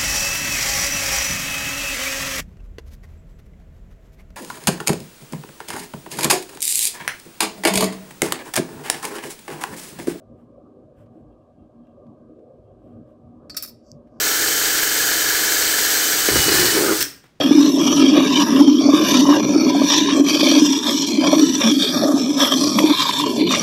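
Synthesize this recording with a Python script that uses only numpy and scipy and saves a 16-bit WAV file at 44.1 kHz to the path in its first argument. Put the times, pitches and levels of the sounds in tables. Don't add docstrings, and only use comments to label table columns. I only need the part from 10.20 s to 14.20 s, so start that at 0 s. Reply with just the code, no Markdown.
import sys
import numpy as np
from scipy import signal
from scipy.fft import rfft, irfft
from scipy.io import wavfile
from scipy.ndimage import uniform_filter1d

SR = 44100
rng = np.random.default_rng(int(sys.argv[2]) if len(sys.argv) > 2 else 0)


def wav_record(signal):
    frames = np.transpose(np.atleast_2d(signal))
    bounded = np.clip(frames, -1, 1)
    quanta = np.round(bounded * 32767).astype(np.int16)
    wavfile.write(sys.argv[1], SR, quanta)


N = 176400
TIME_S = np.arange(N) / SR

# (frequency [Hz], level [dB])
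THIN_COLOUR = [(3400, -52), (4000, -26), (4600, 7), (5600, 7), (7900, -5.5), (9000, -28), (11300, -31),
               (12300, -14), (13400, -18), (14200, -47)]


def amp(db):
    return 10 ** (np.asarray(db) / 20)


def unit(x):
    return x / np.sqrt(np.mean(x ** 2) + 1e-20)


def read(points, hz):
    table_hz, value = np.transpose(points)
    return np.interp(np.log(hz + 1), np.log(table_hz + 1), value)


def add(mix, start_s, sound):
    part = mix[round(start_s * SR):][:len(sound)]
    part += sound[:len(part)]


def noise(colour_db, size=N):
    hz = np.fft.rfftfreq(size, 1 / SR)
    return unit(irfft(amp(colour_db(hz)) * np.exp(2j * np.pi * rng.random(len(hz))), size))


def flicker(size, smooth_samples):
    return unit(uniform_filter1d(rng.standard_normal(size), smooth_samples))


def grainy_swells(swells, colour, grain_db):
    envelope = sum(amp(db) * np.exp(-.5 * ((TIME_S - s) / half_s) ** 2) for s, half_s, db in swells)
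    grain = amp(grain_db * flicker(N, smooth_samples=130))
    return envelope * unit(grain * noise(lambda f: read(colour, f)))


def hiss():
    # (frequency [Hz], density [dB])
    colour = [(900, -27), (1600, -11.5), (2200, -1.5), (3100, -2), (4200, -4.5), (6000, -8.5), (8800, -10),
              (10000, -15.5), (12200, -14), (13000, -39.5)]
    return amp(-84.3) * noise(lambda f: read(colour, f))


def rumble():
    # (frequency [Hz], density [dB])
    colour = [(20, -28), (33, -24.5), (42, -12), (51, 1.5), (66, -8.5), (100, 0.5), (137, -1), (165, -4),
              (240, -6), (280, -3), (350, -7.5), (430, -11), (520, -3), (625, -2.5), (680, -14.5),
              (750, -16), (870, -25), (1200, -17), (1400, -36), (1600, -29.5), (1850, -48.5)]
    # (centre [Hz], half width [Hz], level [dB])
    resonances = [(104, 23, -67.5), (237.4, 11.8, -53.5), (308.6, 11, -58.5), (388, 29, -61),
                  (729.3, 27, -66.5)]
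    # (middle [s], half length [s], centre [Hz], half width [octaves], gain [dB])
    swells = [(0.133, 0.072, 55.5, 1.9, 4), (0.293, 0.023, 250, 0.19, 9), (0.394, 0.023, 536, 0.35, 8),
              (0.444, 0.02, 45, 0.4, -6), (0.47, 0.012, 1090, 0.39, 8), (0.58, 0.027, 390, 0.26, 11.5),
              (0.652, 0.009, 594, 0.25, -5), (0.7, 0.025, 550, 0.21, 7), (0.833, 0.036, 110, 1.5, 5),
              (0.963, 0.033, 362, 0.72, 9.5), (1.062, 0.072, 101, 1.1, 4.5), (1.11, 0.0056, 645, 0.98, 5.5),
              (1.33, 0.028, 252, 0.8, -3), (1.421, 0.022, 89, 1.3, 9), (1.577, 0.086, 536, 0.14, -6),
              (1.787, 0.041, 510, 0.43, 9), (1.888, .08, 1000, 0.25, 9), (1.903, 0.035, 200, 0.68, 10),
              (2.102, 0.02, 224, 1.8, 3.5), (2.218, 0.045, 440, 0.2, 8), (2.4, 0.19, 530, 0.33, 6),
              (2.464, 0.037, 267, 0.18, -22), (2.516, 0.01, 600, 0.33, 5), (2.663, 0.02, 257, 0.68, 7.5),
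              (2.75, 0.066, 82.5, 1.7, 9), (3.065, 0.03, 120, 0.49, 6), (3.085, 0.049, 257, 1.06, 7),
              (3.239, .03, 250, 7.5, 6.5), (3.584, 0.027, 305, 5.2, -3.5), (3.768, 0.035, 153, 1.08, 10),
              (3.976, 0.037, 500, 5.8, 6.5)]
    steady = amp(-50.5) * noise(lambda f: read(colour, f) - 60 * np.log10(np.maximum(f / 1800, 1)))
    for centre_hz, half_hz, db in resonances:
        steady += amp(db) * noise(lambda f: -20 * np.log10(1 + ((f - centre_hz) / half_hz) ** 2))
    hz, t, spectrum = signal.stft(steady, SR, nperseg=2048, noverlap=1536)
    patches = uniform_filter1d(rng.standard_normal(spectrum.shape), size=10, axis=0)
    gain_db = 2.5 * unit(uniform_filter1d(patches, size=8, axis=1)) - 2
    for s, half_s, centre_hz, half_octaves, db in swells:
        octaves = np.log2((hz[:, None] + 1) / centre_hz)
        gain_db += db * np.exp(-.5 * ((t - s) / half_s) ** 2 - .5 * (octaves / half_octaves) ** 2)
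    return signal.istft(spectrum * amp(gain_db), SR, nperseg=2048, noverlap=1536)[1][:N]


def room(x):
    # (frequency [Hz], t60 [s])
    decay = [(500, 0.32), (2000, 0.43), (5200, 0.34), (9000, 0.29), (15000, 0.11)]
    hz, t, spectrum = signal.stft(rng.standard_normal(SR), SR, nperseg=256)
    tail = signal.istft(spectrum * amp(-60 * t / read(decay, hz)[:, None]), SR, nperseg=256)[1]
    tail *= np.minimum(TIME_S[:len(tail)] / .012, 1)
    return signal.fftconvolve(x, tail / np.linalg.norm(tail))[:N]


def squeaks():
    # (middle [s], half length [s], level [dB])
    strokes = [(.98, 0.027, -100), (1.125, 0.015, -81.5), (1.22, 0.0071, -83), (1.42, 0.038, -85),
               (1.68, 0.04, -82), (2.48, 0.033, -85), (2.70, 0.061, -85.5)]
    # (frequency [Hz], level [dB])
    colour = [(2300, -49), (2750, 6.5), (2950, -15), (3200, 6), (3700, -31)]
    return grainy_swells(strokes, colour, grain_db=2.5)


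def rustles():
    # (middle [s], half length [s], level [dB])
    strokes = [(.21, 0.034, -74), (.8, 0.025, -66.5), (.835, .02, -81), (.97, 0.042, -76),
               (2.69, 0.061, -75.5), (2.90, 0.027, -74.5)]
    # (frequency [Hz], level [dB])
    colour = [(600, 6), (1500, 13), (2200, 2), (3100, 4), (4300, -12.5), (5500, -5.5), (6500, -11),
              (7700, -4), (11000, -11), (14500, -10), (16000, -23)]
    return grainy_swells(strokes, colour, grain_db=1.5)


def taps():
    # (time [s], level [dB], t60 [s])
    bursts = [(0.862, -67, 0.051), (1.67, -64, 0.025), (1.867, -68, 0.043), (2.191, -67.5, 0.033),
              (3.872, -66.5, 0.078)]
    # (frequency [Hz], level [dB])
    colour = [(600, 2), (1600, 8), (3800, -4), (5500, -6), (8000, -16), (12000, -17), (15000, -25)]
    out, t = np.zeros(N), TIME_S[:4096]
    for s, db, t60_s in bursts:
        add(out, s, amp(db - 60 * t / t60_s) * noise(lambda f: read(colour, f), len(t)))
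    return out


def brief_hiss():
    # (middle [s], half length [s], level [dB])
    swells = [(3.695, 0.036, -65.5), (4.0, 0.067, -79)]
    return grainy_swells(swells, THIN_COLOUR, grain_db=1.5)


def ticks():
    # (time [s], level [dB])
    snaps = [(3.6662, -50), (3.717, -27)]
    impulses = np.zeros(N)
    for s, db in snaps:
        impulses[round(s * SR)] = amp(db)
    response = amp(read(THIN_COLOUR, np.fft.rfftfreq(N, 1 / SR)))
    return irfft(rfft(impulses) * response / response.mean(), N)


def jangle(drive, low_hz, high_hz, t60_s, count):
    t = TIME_S[:SR // 2]
    place, phase = rng.random((2, count, 1))
    hz = low_hz + (high_hz - low_hz) * (np.arange(count)[:, None] + place) / count
    ring = np.sin(2 * np.pi * (hz * t + phase)).sum(0) * amp(-60 * t / t60_s)
    return signal.fftconvolve(drive, ring / np.linalg.norm(ring))[:N]


def drags():
    # (middle [s], half length [s], level [dB])
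    strokes = [(3.345, .012, -60.5), (3.408, .01, -52.5), (3.49, .014, -62)]
    # (frequency [Hz], level [dB])
    colour = [(900, -17.5), (1300, -0.5), (2600, 3.5), (3100, -6), (3500, 6.5), (4400, 4.5), (5500, 1),
              (6700, -13.5), (8500, -3), (10900, -17.5), (12000, -8.5), (15400, -6), (16200, -18.5)]
    return grainy_swells(strokes, colour, grain_db=-3.5)


def ringing(modes, colour_db, t, detune=.002):
    hz, db, t60_s = np.transpose(modes)[:, :, None]
    hz = hz * (1 + detune * rng.standard_normal(hz.shape))
    weight = amp(db + colour_db(hz))
    sines = np.sin(2 * np.pi * (hz * t + rng.random(hz.shape)))
    return (weight * amp(-60 * t / t60_s) * sines).sum(0) / np.linalg.norm(weight)


def knock(ripple_db, rise_s, bass_db, treble_db, ring_db, focus_hz):
    # (frequency [Hz], density [dB])
    clash_colour = [(300, -29.5), (850, -14), (1250, 4.5), (1550, -5), (2600, -2.5), (3000, -16),
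                    (3400, -12.5), (3900, -2.5), (4500, 7), (5600, 9), (6100, -3), (6800, -6), (7700, 0.5),
                    (9800, -1.5), (10800, -5.5), (11800, 2), (13500, -3.5), (15400, -5), (16200, -22)]
    # (frequency [Hz], level [dB], t60 [s])
    tool_modes = [(3914, -11, .15), (4102, -12, .1), (4337, -4, .17), (4514, -8, .1), (4595, 2, .12),
                  (4780, -1, .17), (4876, -9, .1), (5074, -8, .09), (5291, -6, .1), (5367, 0, .11),
                  (5438, -7, .1), (5650, -3, .07), (6290, -8, .11), (7150, -15, .18), (7403, -11, .16),
                  (7680, -11, .12), (7860, -10, .12), (11520, -11, .07), (11750, -13, .06),
                  (12014, -14, .06), (12578, -12, .08), (13380, -13, .06), (14535, -13, .08),
                  (14986, -11, .08)]
    # (frequency [Hz], level [dB], t60 [s])
    surface_modes = [(1257, 0, .12), (1293, -3, 0.07), (1693, -9, .07), (1965, -5, 0.075), (2190, -9, .07),
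                     (2405, -6.5, .1), (2546, -7, .08), (2710, -8, 0.08)]
    bass_hz, treble_hz, ripple_step_hz = 2960, 10200, 79.66
    clash_t60_s, ring_rise_s = .05, rise_s + .0045
    t = TIME_S[:SR // 2]

    def tilt_db(f):
        return bass_db / (1 + (f / bass_hz) ** 6) + treble_db * (1 - 1 / (1 + (f / treble_hz) ** 6))

    def clash_db(f):
        resonances_db = np.interp(f / ripple_step_hz, np.arange(len(ripple_db)), ripple_db)
        return read(clash_colour, f) + tilt_db(f) + resonances_db

    def focus_db(f):
        return tilt_db(f) + 10 * np.exp(-(np.log(f / focus_hz) / .08) ** 2)

    clash = noise(clash_db, len(t))
    clash *= unit(amp(3.5 * flicker(len(t), smooth_samples=60)))
    clash *= np.minimum(t / rise_s, 1) ** 2 * amp(-60 * np.maximum(t - rise_s, 0) / clash_t60_s)
    ring = amp(ring_db) * ringing(tool_modes, focus_db, t)
    ring += amp(bass_db - 17.5) * ringing(surface_modes, tilt_db, t)
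    return clash + ring * np.minimum(t / ring_rise_s, 1)


def clatter():
    # (time [s], level [dB], rise [s], bass [dB], treble [dB], ring [dB], focus [Hz])
    contacts = [(3.2965, -37, 0.00048, 7.5, -6.5, 7.5, 4490), (3.3438, -37.5, 0.001, 10, -21, -1, 5300),
                (3.365, -19.5, 0.0044, -2, 7, -7, 5450), (3.3715, -28, 0.00068, -2, 1, -6.5, 5470),
                (3.3759, -29, 0.00068, -4.5, -1, -1, 5670), (3.3805, -37, 0.0014, -4, -0.5, -11, 4800),
                (3.3959, -45, .0015, -0.5, -5.5, 8, 4820), (3.408, -57.5, .002, 8.5, -4.5, 3.5, 4300),
                (3.4242, -30, 0.0011, 3, 17, 1.5, 11700), (3.4277, -34, 0.00086, 1, 13, -10, 12100),
                (3.4324, -25.5, 0.00095, -3.5, 11, -4.5, 11600), (3.446, -35, 0.0012, 2, 6, -17, 4470),
                (3.456, -38, 0.0046, -4.5, 9, -11, 14700), (3.4753, -41.5, 0.00088, 5, 15, 5, 5300),
                (3.482, -43.5, 0.0014, -10, 10, -5, 5000), (3.491, -46, 0.003, -4, 18, -5, 5360)]
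    ripple_db = 5.5 * rng.standard_normal(1024)
    out = np.zeros(N)
    for s, db, *timbre in contacts:
        add(out, s, amp(db) * knock(ripple_db, *timbre))
    return out


def scene():
    tool = clatter() + drags()
    nearby_metal = amp(-12) * jangle(tool, low_hz=1121, high_hz=15550, t60_s=.11, count=90)
    shimmer = amp(-36) * jangle(tool, low_hz=4400, high_hz=5800, t60_s=.45, count=40)
    metal = tool + nearby_metal + shimmer
    small = ticks() + taps() + brief_hiss() + rustles() + squeaks()
    floor = rumble() + hiss()
    return (metal + amp(-19) * room(metal) + small + floor)[None]


def record(dry):
    cutoff_hz = 15950
    lowpass = signal.firwin(401, cutoff_hz, window=("kaiser", 9), fs=SR)
    return signal.oaconvolve(dry, lowpass[None], "same")


dry = scene()
out = record(dry)
wav_record(out)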